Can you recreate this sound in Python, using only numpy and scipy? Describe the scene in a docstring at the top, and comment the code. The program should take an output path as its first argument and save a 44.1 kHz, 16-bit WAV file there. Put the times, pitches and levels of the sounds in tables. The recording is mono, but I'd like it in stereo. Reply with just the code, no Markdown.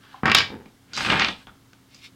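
"""Fingers slip faintly on a small plastic box, then it thumps onto a wooden table, clatters on its
edges and judders to rest. A hand drags a heap of dice off a card and over the wood, the dice clacking
together, and a second box is picked up with a light rustle. Blows are short cracks that ring box or
table; sliding is a stream of tiny catches. Small room, close stereo microphone, table to its right;
the loudest blow overloads the recorder."""
import sys
import numpy as np
from scipy import signal
from scipy.fft import rfft, irfft, next_fast_len
from scipy.io import wavfile
from scipy.ndimage import uniform_filter1d

SR = 44100
rng = np.random.default_rng(int(sys.argv[2]) if len(sys.argv) > 2 else 0)


def pcm_store(signal):
    """Save signal as 16-bit PCM."""
    levels = np.round(np.clip(np.atleast_2d(signal), -1, 1) * 32767)
    wavfile.write(sys.argv[1], SR, levels.astype(np.int16).T)


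N = 94815


def amp(db):
    """Decibels to gain."""
    return 10 ** (np.asarray(db) / 20)


def unit(x):
    """Scales to rms 1."""
    return x / np.sqrt(np.mean(x ** 2) + 1e-20)


def at_hz(points, hz):
    """Reads a curve on a log-frequency axis."""
    f, value = np.transpose(points)
    return np.interp(np.log(hz + 1), np.log(f), value)


def level(curve, column=1):
    """Gain over time from one dB column of a curve, silent outside it."""
    rows = np.array(curve)
    return amp(np.interp(np.arange(N) / SR, rows[:, 0], rows[:, column], left=-120, right=-120))


def colour(x, *spectra, size=4096):
    """Causal filter with the sum of the given dB spectra."""
    hz = abs(np.fft.fftfreq(size, 1 / SR))
    log_gain = np.log(amp(sum(at_hz(s, hz) for s in spectra)))
    impulse = np.fft.ifft(np.exp(np.conj(signal.hilbert(log_gain)))).real[:size // 2]
    return signal.fftconvolve(x, impulse[None], axes=1)[:, :x.shape[1]]


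def diffuse_noise(size, alike_hz=420):
    """Noise at the two capsules: shared in the bass, unrelated above."""
    left, other = rfft(rng.standard_normal((2, size)))
    shared = 1 / (1 + (np.fft.rfftfreq(size, 1 / SR) / alike_hz) ** 2)
    return irfft(np.array([left, shared * left + np.sqrt(1 - shared ** 2) * other]), size)


# The quiet room at the microphone: air spectrum and hum lines (f/Hz, level/dB)
AIR_COLOUR = [(15, -34.5), (25, -4.5), (49, -12), (102, -3), (285, -8), (575, -17), (1370, -16),
              (1890, -18), (2280, -18), (2480, -25.5), (2690, -19), (3720, -19.5), (16000, -30)]
HUM_LINES = [(118.4, -64), (193.8, -72.5), (269.2, -64), (349.9, -76.5)]
def room_tone(air_db=-56.5):
    """Faint air noise and a low hum."""
    t = np.arange(N) / SR
    hum = sum(amp(db) * np.sqrt(2) * np.sin(2 * np.pi * (hz * t + rng.random())) for hz, db in HUM_LINES)
    return amp(air_db) * unit(colour(diffuse_noise(N, alike_hz=700), AIR_COLOUR)) + hum


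# Decay of the small room (f/Hz, t60/s)
ROOM_DECAY = [(60, 0.82), (250, 0.22), (600, 0.39), (1500, 0.23), (4000, 0.25), (8000, 0.23), (16000, 0.27)]
# Its furnishings soak up the treble (f/Hz, level/dB)
ROOM_COLOUR = [(200, -1.5), (1000, -1), (3500, 2), (7000, -4), (11000, -5.5)]
def contact(crack_s, room_db, size=16384, build_s=.005):
    """One contact heard close: a short crack, then the room's duller tail."""
    t = np.arange(size) / SR
    crack = rng.standard_normal(size) * (t / crack_s) ** 0.48 * np.exp(-t / crack_s)
    for _ in range(3):  # even out the spectrum, keeping the crack short
        crack = irfft(np.exp(1j * np.angle(rfft(crack)))) * np.exp(-(t / (3 * crack_s)) ** 2)
    hz, frame_s, bands = signal.stft(diffuse_noise(size), SR, nperseg=256)
    decay = amp(-60 * frame_s / at_hz(ROOM_DECAY, hz)[:, None])
    tail = signal.istft(bands * decay, SR)[1][:, :size]
    tail = colour(unit(tail * (1 - np.exp(-t / build_s))), ROOM_COLOUR, size=512)
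    return (unit(crack) + amp(room_db) * tail) / np.sqrt(size * (1 + amp(room_db) ** 2))


def friction(spectrum, per_s, spread_db, room_db, body=0):
    """Steady stream of tiny catches of uneven size, ringing the room and any body given."""
    chance, size, sign = rng.random((3, N))
    catches = (chance < per_s / SR) * amp(-spread_db * np.log(size + 0.019)) * np.sign(sign - .5)
    rubbing = signal.fftconvolve(catches[None], contact(0.0018, room_db) + body, axes=1)[:, :N]
    return unit(colour(rubbing, spectrum))


# Box in the hand, above the table: envelope (t/s, level/dB) and spectrum (f/Hz, level/dB)
SLIP_LEVEL = [(0, -62), (.04, -50.5), (.09, -51.5), (.14, -47.5), (.19, -52.5), (.23, -64.5)]
SLIP_COLOUR = [(100, -11.5), (550, -7.5), (900, -1), (1700, 2), (2200, -7), (3200, -4), (5000, -13),
               (8000, -29), (16000, -42)]
def finger_slip():
    """Plastic rubs lightly on the fingers before the box is set down."""
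    return level(SLIP_LEVEL) * friction(SLIP_COLOUR, per_s=3300, spread_db=-12.5, room_db=-4)


# Fingers and dice on plastic and wood, close by (t/s, f/Hz, level/dB)
TAPS = [(0.143, 1040, -24.5), (0.145, 785, -28), (0.934, 1440, -25.5), (1.1165, 1216, -15.5),
        (1.1245, 900, -25), (1.2208, 1870, -8.5), (1.47, 3340, -28.5), (1.477, 1460, -34.5),
        (1.483, 1170, -35), (1.494, 1360, -29.5), (1.479, 78.6, -42.5)]
def hollow_taps(room_db=-4, fall_cycles=8, longest_fall_s=0.041):
    """Soft contacts ring one hollow note, which falls 20 dB in a few cycles."""
    out = np.zeros((2, N))
    for start, hz, db in TAPS:
        cycles = np.arange(8192) * hz / SR
        envelope = (1 - np.exp(-cycles)) * amp(-20 * cycles / min(fall_cycles, longest_fall_s * hz))
        note = amp(db) * envelope * np.sin(2 * np.pi * cycles)
        add(out, start, np.array([note, note]))
    return out + amp(room_db) * signal.fftconvolve(out, contact(0.0023, room_db=4.7), axes=1)[:, :N]


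def add(mix, start_s, sound):
    """Mixes in a stereo sound."""
    part = mix[:, round(start_s * SR):][:, :sound.shape[1]]
    part += sound[:, :part.shape[1]]


def ringing(modes, t60, size=16384):
    """Well damped modes, each reaching the two capsules at its own phase."""
    t = np.arange(size) / SR
    tones = sum(amp(db) * np.sin(2 * np.pi * (hz * t + rng.random() + rng.random((2, 1)) / 4))
                for hz, db in modes)
    return np.exp(-np.log(1000) * t / t60) * tones


# Centres of a blow's thud, knock, click and tick (f/Hz)
BLOW_BANDS = [250, 1500, 4300, 9000]
def blows(hits, spectrum, modes, t60, ring_db, note_q=15, spot_db=4.5, spot_octaves=0.13):
    """Each blow cracks, rings the modes and sounds the short note of the spot that is struck."""
    out = np.zeros((2, N))
    for start, *band_db, room_db, hz, note_db, crack_s in hits:
        blow = contact(crack_s, room_db) + amp(ring_db) * ringing(modes, t60)
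        note = amp(note_db) * signal.lfilter(*signal.iirpeak(hz, note_q, fs=SR), blow)
        spot = [(hz / 2 ** spot_octaves, 0), (hz, spot_db), (hz * 2 ** spot_octaves, 0)]
        balance = list(zip(BLOW_BANDS, band_db))
        add(out, start, colour(blow + note, spectrum, balance, spot))
    return out


# Box landing close to the microphone
# (t/s, thud/dB, knock/dB, click/dB, tick/dB, room/dB, f/Hz, note/dB, crack/s)
BOX_HITS = [(.2332, 25.5, 16.5, -11.5, -17.5, -1, 800, -3.5, 0.0023),
            (.2558, 25.5, 28, 10, 20, 1, 2200, -9.5, .0028),
            (.2795, 18.5, 23.5, 7, 7.5, 4.5, 1900, -14, .0025),
            (.2980, 23, 19.5, 10.5, 6.5, -4, 2745, 1.5, 0.0011),
            (.3158, 13, 23.5, 19.5, 16.5, -6, 2720, -4, .0035),
            (.3474, 23.5, 29, 32, 38.5, 0.5, 3680, -13, 0.0043),
            (.3685, 6.5, 16, 16.5, 11.5, 5.5, 3220, -6, 0.0064),
            (.3838, 1.5, 14.5, 22.5, 23.5, -10.5, 3000, 1.5, 0.0029),
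            (.404, 9, 16, 11.5, 6, -1.5, 2320, -3, 0.0029)]
# Spectrum of its blows and its modes on the table (f/Hz, level/dB)
BOX_COLOUR = [(25, -30.5), (50, -20), (85, -2), (250, -1), (400, -3.5), (640, -5), (1150, -1.5), (2600, -1),
              (4400, -4.5), (4900, -1), (5500, -7), (6100, -17), (6900, -15), (7700, -26), (12000, -43),
              (16000, -40.5)]
BOX_MODES = [(221, -43), (770, -35.5), (1124, -33.5), (1288, -35), (1593, -36), (1624, -40.5),
             (1842, -36.5), (1976, -41.5), (2283, -36.5), (2341, -34), (2745, -42.5), (2978, -35.5),
             (3214, -36.5), (3696, -42), (3838, -44)]
def box_clatter():
    """The plastic box thumps on the wood and clatters from edge to edge."""
    return blows(BOX_HITS, BOX_COLOUR, BOX_MODES, t60=0.21, ring_db=-11)


# Box settling where it landed: envelope (t/s, level/dB) and spectrum (f/Hz, level/dB)
JUDDER_LEVEL = [(.497, -66), (.504, -35), (.55, -37.5), (.61, -41.5), (.67, -53.5), (.72, -68), (.77, -58)]
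JUDDER_COLOUR = [(30, -26), (75, -3), (140, -10.5), (240, 5), (310, -7.5), (370, -0.5), (480, 0.5),
                 (650, -15.5), (880, -7.5), (1100, -19.5), (1550, -14.5), (2500, -25.5), (6000, -46.5)]
def box_judder(per_s=100):
    """A quick, uneven run of soft bumps as the box comes to rest."""
    wander, size = rng.standard_normal((2, N))
    rate = per_s * np.exp(.35 * unit(uniform_filter1d(wander, 400)))
    bumps = np.diff(np.floor(np.cumsum(rate) / SR), prepend=0) * amp(3 * size)
    judder = signal.fftconvolve(bumps[None], contact(0.0017, room_db=-2), axes=1)[:, :N]
    return level(JUDDER_LEVEL) * unit(colour(judder, JUDDER_COLOUR))


# Dice and plastic clacking on the same table
# (t/s, thud/dB, knock/dB, click/dB, tick/dB, room/dB, f/Hz, note/dB, crack/s)
DICE_HITS = [(.657, 10, -13, -21, -23.5, -2.5, 2340, -12, 0.0038),
             (.934, -13, -11, 6.5, 11.5, 6.5, 4700, -0.5, 0.0016),
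             (.950, -15, -15, 10, 4, 4.5, 4000, 0, 0.0019), (.965, 10, -23, -4, 13, -13, 5300, 0, 0.002),
             (.9735, 19, 15.5, 8, 21.5, 4, 4850, 4, 0.0073), (1.006, 19, 10, 10, 2, 0, 1550, 7.5, .005),
             (1.027, 12.5, -3, -3, 5, -7, 3940, 6, .003),
             (1.0475, 12.5, 16.5, 12.5, -7, 2, 2560, -10, 0.0033),
             (1.0615, 18, 16, 8.5, 1, -2.5, 2550, -5, .005),
             (1.099, 24.5, 22, 15.5, -3, 0.5, 2850, -2, 0.0031),
             (1.116, 19, 16, 9, 3, -2.5, 1226, -6, 0.0063), (1.124, 23.5, 15, 3, -5, 0.5, 876, 6, 0.0036),
             (1.155, 9, 20, 12, -12, 7, 1720, -13, 0.0027),
             (1.195, -6, 22.5, 16.5, 13.5, 1.5, 2830, -8, 0.0027),
             (1.208, 17, 15, 11, -2, 21, 2880, -7, .003),
             (1.2205, 11, 16.5, 16.5, -17, -2, 1830, 0, 0.0024),
             (1.246, 8, 11, 17.5, -2, -5, 2470, -4, 0.0018),
             (1.284, 15.5, 12, 11, -2, -2.5, 3440, -3.5, 0.0047),
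             (1.4705, 9, -7, -21, -17, 0.5, 3400, -20, 0.00146),
             (1.732, -4, -17, -18.5, -15, -7, 1497, 1.5, 0.0024),
             (1.9445, -2.5, -22.5, -15, 5, 2, 4870, 6, 0.0039)]
# Spectrum of their blows and modes of the wood beneath (f/Hz, level/dB)
DICE_COLOUR = [(25, -12), (50, -10), (85, -21.5), (220, -3.5), (400, -11.5), (620, -4), (1150, -1.5),
               (2600, 0), (4900, -2.5), (6500, -6.5), (8500, -24), (12000, -48.5), (16000, -46.5)]
TABLE_MODES = [(141.5, -38.5), (780, -33.5), (900, -35.5), (1120, -50.5), (1217, -37.5), (1400, -39.5),
               (1640, -38), (1880, -39), (2195, -35), (2415, -36), (2750, -43.5), (3580, -34.5)]
TABLE_T60_S = 0.16
def dice_clacks():
    """Dice strike the wood and each other, ringing the table top."""
    return blows(DICE_HITS, DICE_COLOUR, TABLE_MODES, TABLE_T60_S, ring_db=-11.5)


# The heap sliding, heard close (t/s, rumble/dB, scrape/dB, hiss/dB)
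DRAG_LEVELS = [(.88, -76.5, -63.5, -72.5), (.93, -51, -51, -59), (.975, -48.5, -33, -36),
               (1.04, -39.5, -29, -33.5), (1.09, -30, -27, -35), (1.128, -25.5, -20, -35),
               (1.18, -29, -27, -40.5), (1.22, -28, -23, -44), (1.27, -36.5, -26.5, -42.5),
               (1.31, -36, -43, -45.5), (1.35, -50.5, -62, -56), (1.42, -69, -53, -56),
               (1.46, -81, -75, -68)]
# Spectra of those three layers (f/Hz, level/dB)
RUMBLE_COLOUR = [(25, -31), (50, -43), (75, 2), (140, 3.5), (260, 2), (370, 2), (560, -1), (900, -8.5),
                 (2500, -54.5)]
SCRAPE_COLOUR = [(150, -39), (500, -6.5), (850, 1), (1250, 6), (2000, 4.5), (3200, 0.5), (4800, -25.5),
                 (7000, -38.5), (16000, -58)]
HISS_COLOUR = [(800, -27.5), (2800, 1), (4800, -2), (6200, -9), (8000, -6.5), (10500, -20), (16000, -28.5)]
def dice_drag():
    """Sliding dice rumble the table top, scrape on the grain and hiss over the card."""
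    wood = amp(-14) * ringing(TABLE_MODES, TABLE_T60_S)
    rumble = level(DRAG_LEVELS, 1) * friction(RUMBLE_COLOUR, per_s=1200, spread_db=2.5, room_db=-1)
    scrape = level(DRAG_LEVELS, 2) * friction(SCRAPE_COLOUR, per_s=600, spread_db=3, room_db=0, body=wood)
    hiss = level(DRAG_LEVELS, 3) * friction(HISS_COLOUR, per_s=1900, spread_db=-0.5, room_db=2)
    return rumble + scrape + hiss


# Second box lifted near the microphone (t/s, level/dB)
RUSTLE_LEVEL = [(1.86, -88.5), (1.91, -58), (1.945, -55), (1.98, -56.5), (2.025, -50.5), (2.045, -41.5),
                (2.062, -44), (2.08, -53), (2.15, -89.5)]
# Spectrum of the rubbing and modes of the walls (f/Hz, level/dB)
RUSTLE_COLOUR = [(200, -35.5), (1600, -8.5), (2100, -0.5), (3000, -2), (4900, -1), (6500, -10.5),
                 (10000, -20), (16000, -30)]
WALL_MODES = [(2170, -19), (3720, -19.5), (4900, -23), (6430, -28), (7830, -22)]
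def box_rustle():
    """Fingers rub on the second box and its thin walls ring."""
    walls = amp(-14) * ringing(WALL_MODES, t60=.025)
    rubbing = friction(RUSTLE_COLOUR, per_s=10000, spread_db=5, room_db=-10, body=walls)
    return level(RUSTLE_LEVEL) * rubbing


# Right capsule against left: lead (f/Hz, phase/rad) and balance (f/Hz, level/dB)
RIGHT_LEAD = [(100, .05), (300, 0.19), (600, 2.44), (1200, 1.076), (2500, 1.35), (5000, 1.6), (12000, 1.3)]
RIGHT_BALANCE = [(200, 0), (350, -1), (700, 2), (1400, -0.5), (2800, 5.5), (5000, 2), (10000, -3.5)]
def microphone(x):
    """The table lies to the right: that side hears it sooner and, on the whole, louder."""
    size = next_fast_len(N + 4096)
    hz = np.fft.rfftfreq(size, 1 / SR)
    side = np.array([[-.5], [.5]])
    gain = amp(side * at_hz(RIGHT_BALANCE, hz))
    lead = np.exp(1j * side * at_hz(RIGHT_LEAD, hz))
    return irfft(rfft(x, size) * gain * lead, size)[:, :N]


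def scene():
    """Boxes, dice and hands at the close microphone, over the room tone."""
    contacts = box_clatter() + dice_clacks() + hollow_taps() + box_judder()
    rubbing = finger_slip() + dice_drag() + box_rustle()
    return microphone(contacts + rubbing) + room_tone()


def record(dry, limit_db=-10.5, attack_s=0.0077, release_db_per_s=343, ceiling=0.79, knee=15):
    """Low cut, limiter, soft clip, high cut: the loudest blow overloads before the limiter ducks."""
    dry = signal.sosfilt(signal.butter(2, 35, "high", fs=SR, output="sos"), dry)
    pole = np.exp(-1 / (attack_s * SR))
    smoothing = [1 - pole], [1, -pole]
    power_db = 10 * np.log10(signal.lfilter(*smoothing, (dry ** 2).mean(0)) + 1e-12)
    fall_db = np.arange(N) * release_db_per_s / SR
    held_db = np.maximum.accumulate(power_db + fall_db) - fall_db
    over_db = np.maximum(held_db - limit_db, 0)
    ducked = dry / amp(signal.lfilter(*smoothing, over_db))
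    clipped = ducked / (1 + abs(ducked / ceiling) ** knee) ** (1 / knee)
    high_cut = signal.firwin(511, 16200, window=("kaiser", 9), fs=SR)
    return signal.oaconvolve(clipped, high_cut[None], "same")


dry = scene()
out = record(dry)
pcm_store(out)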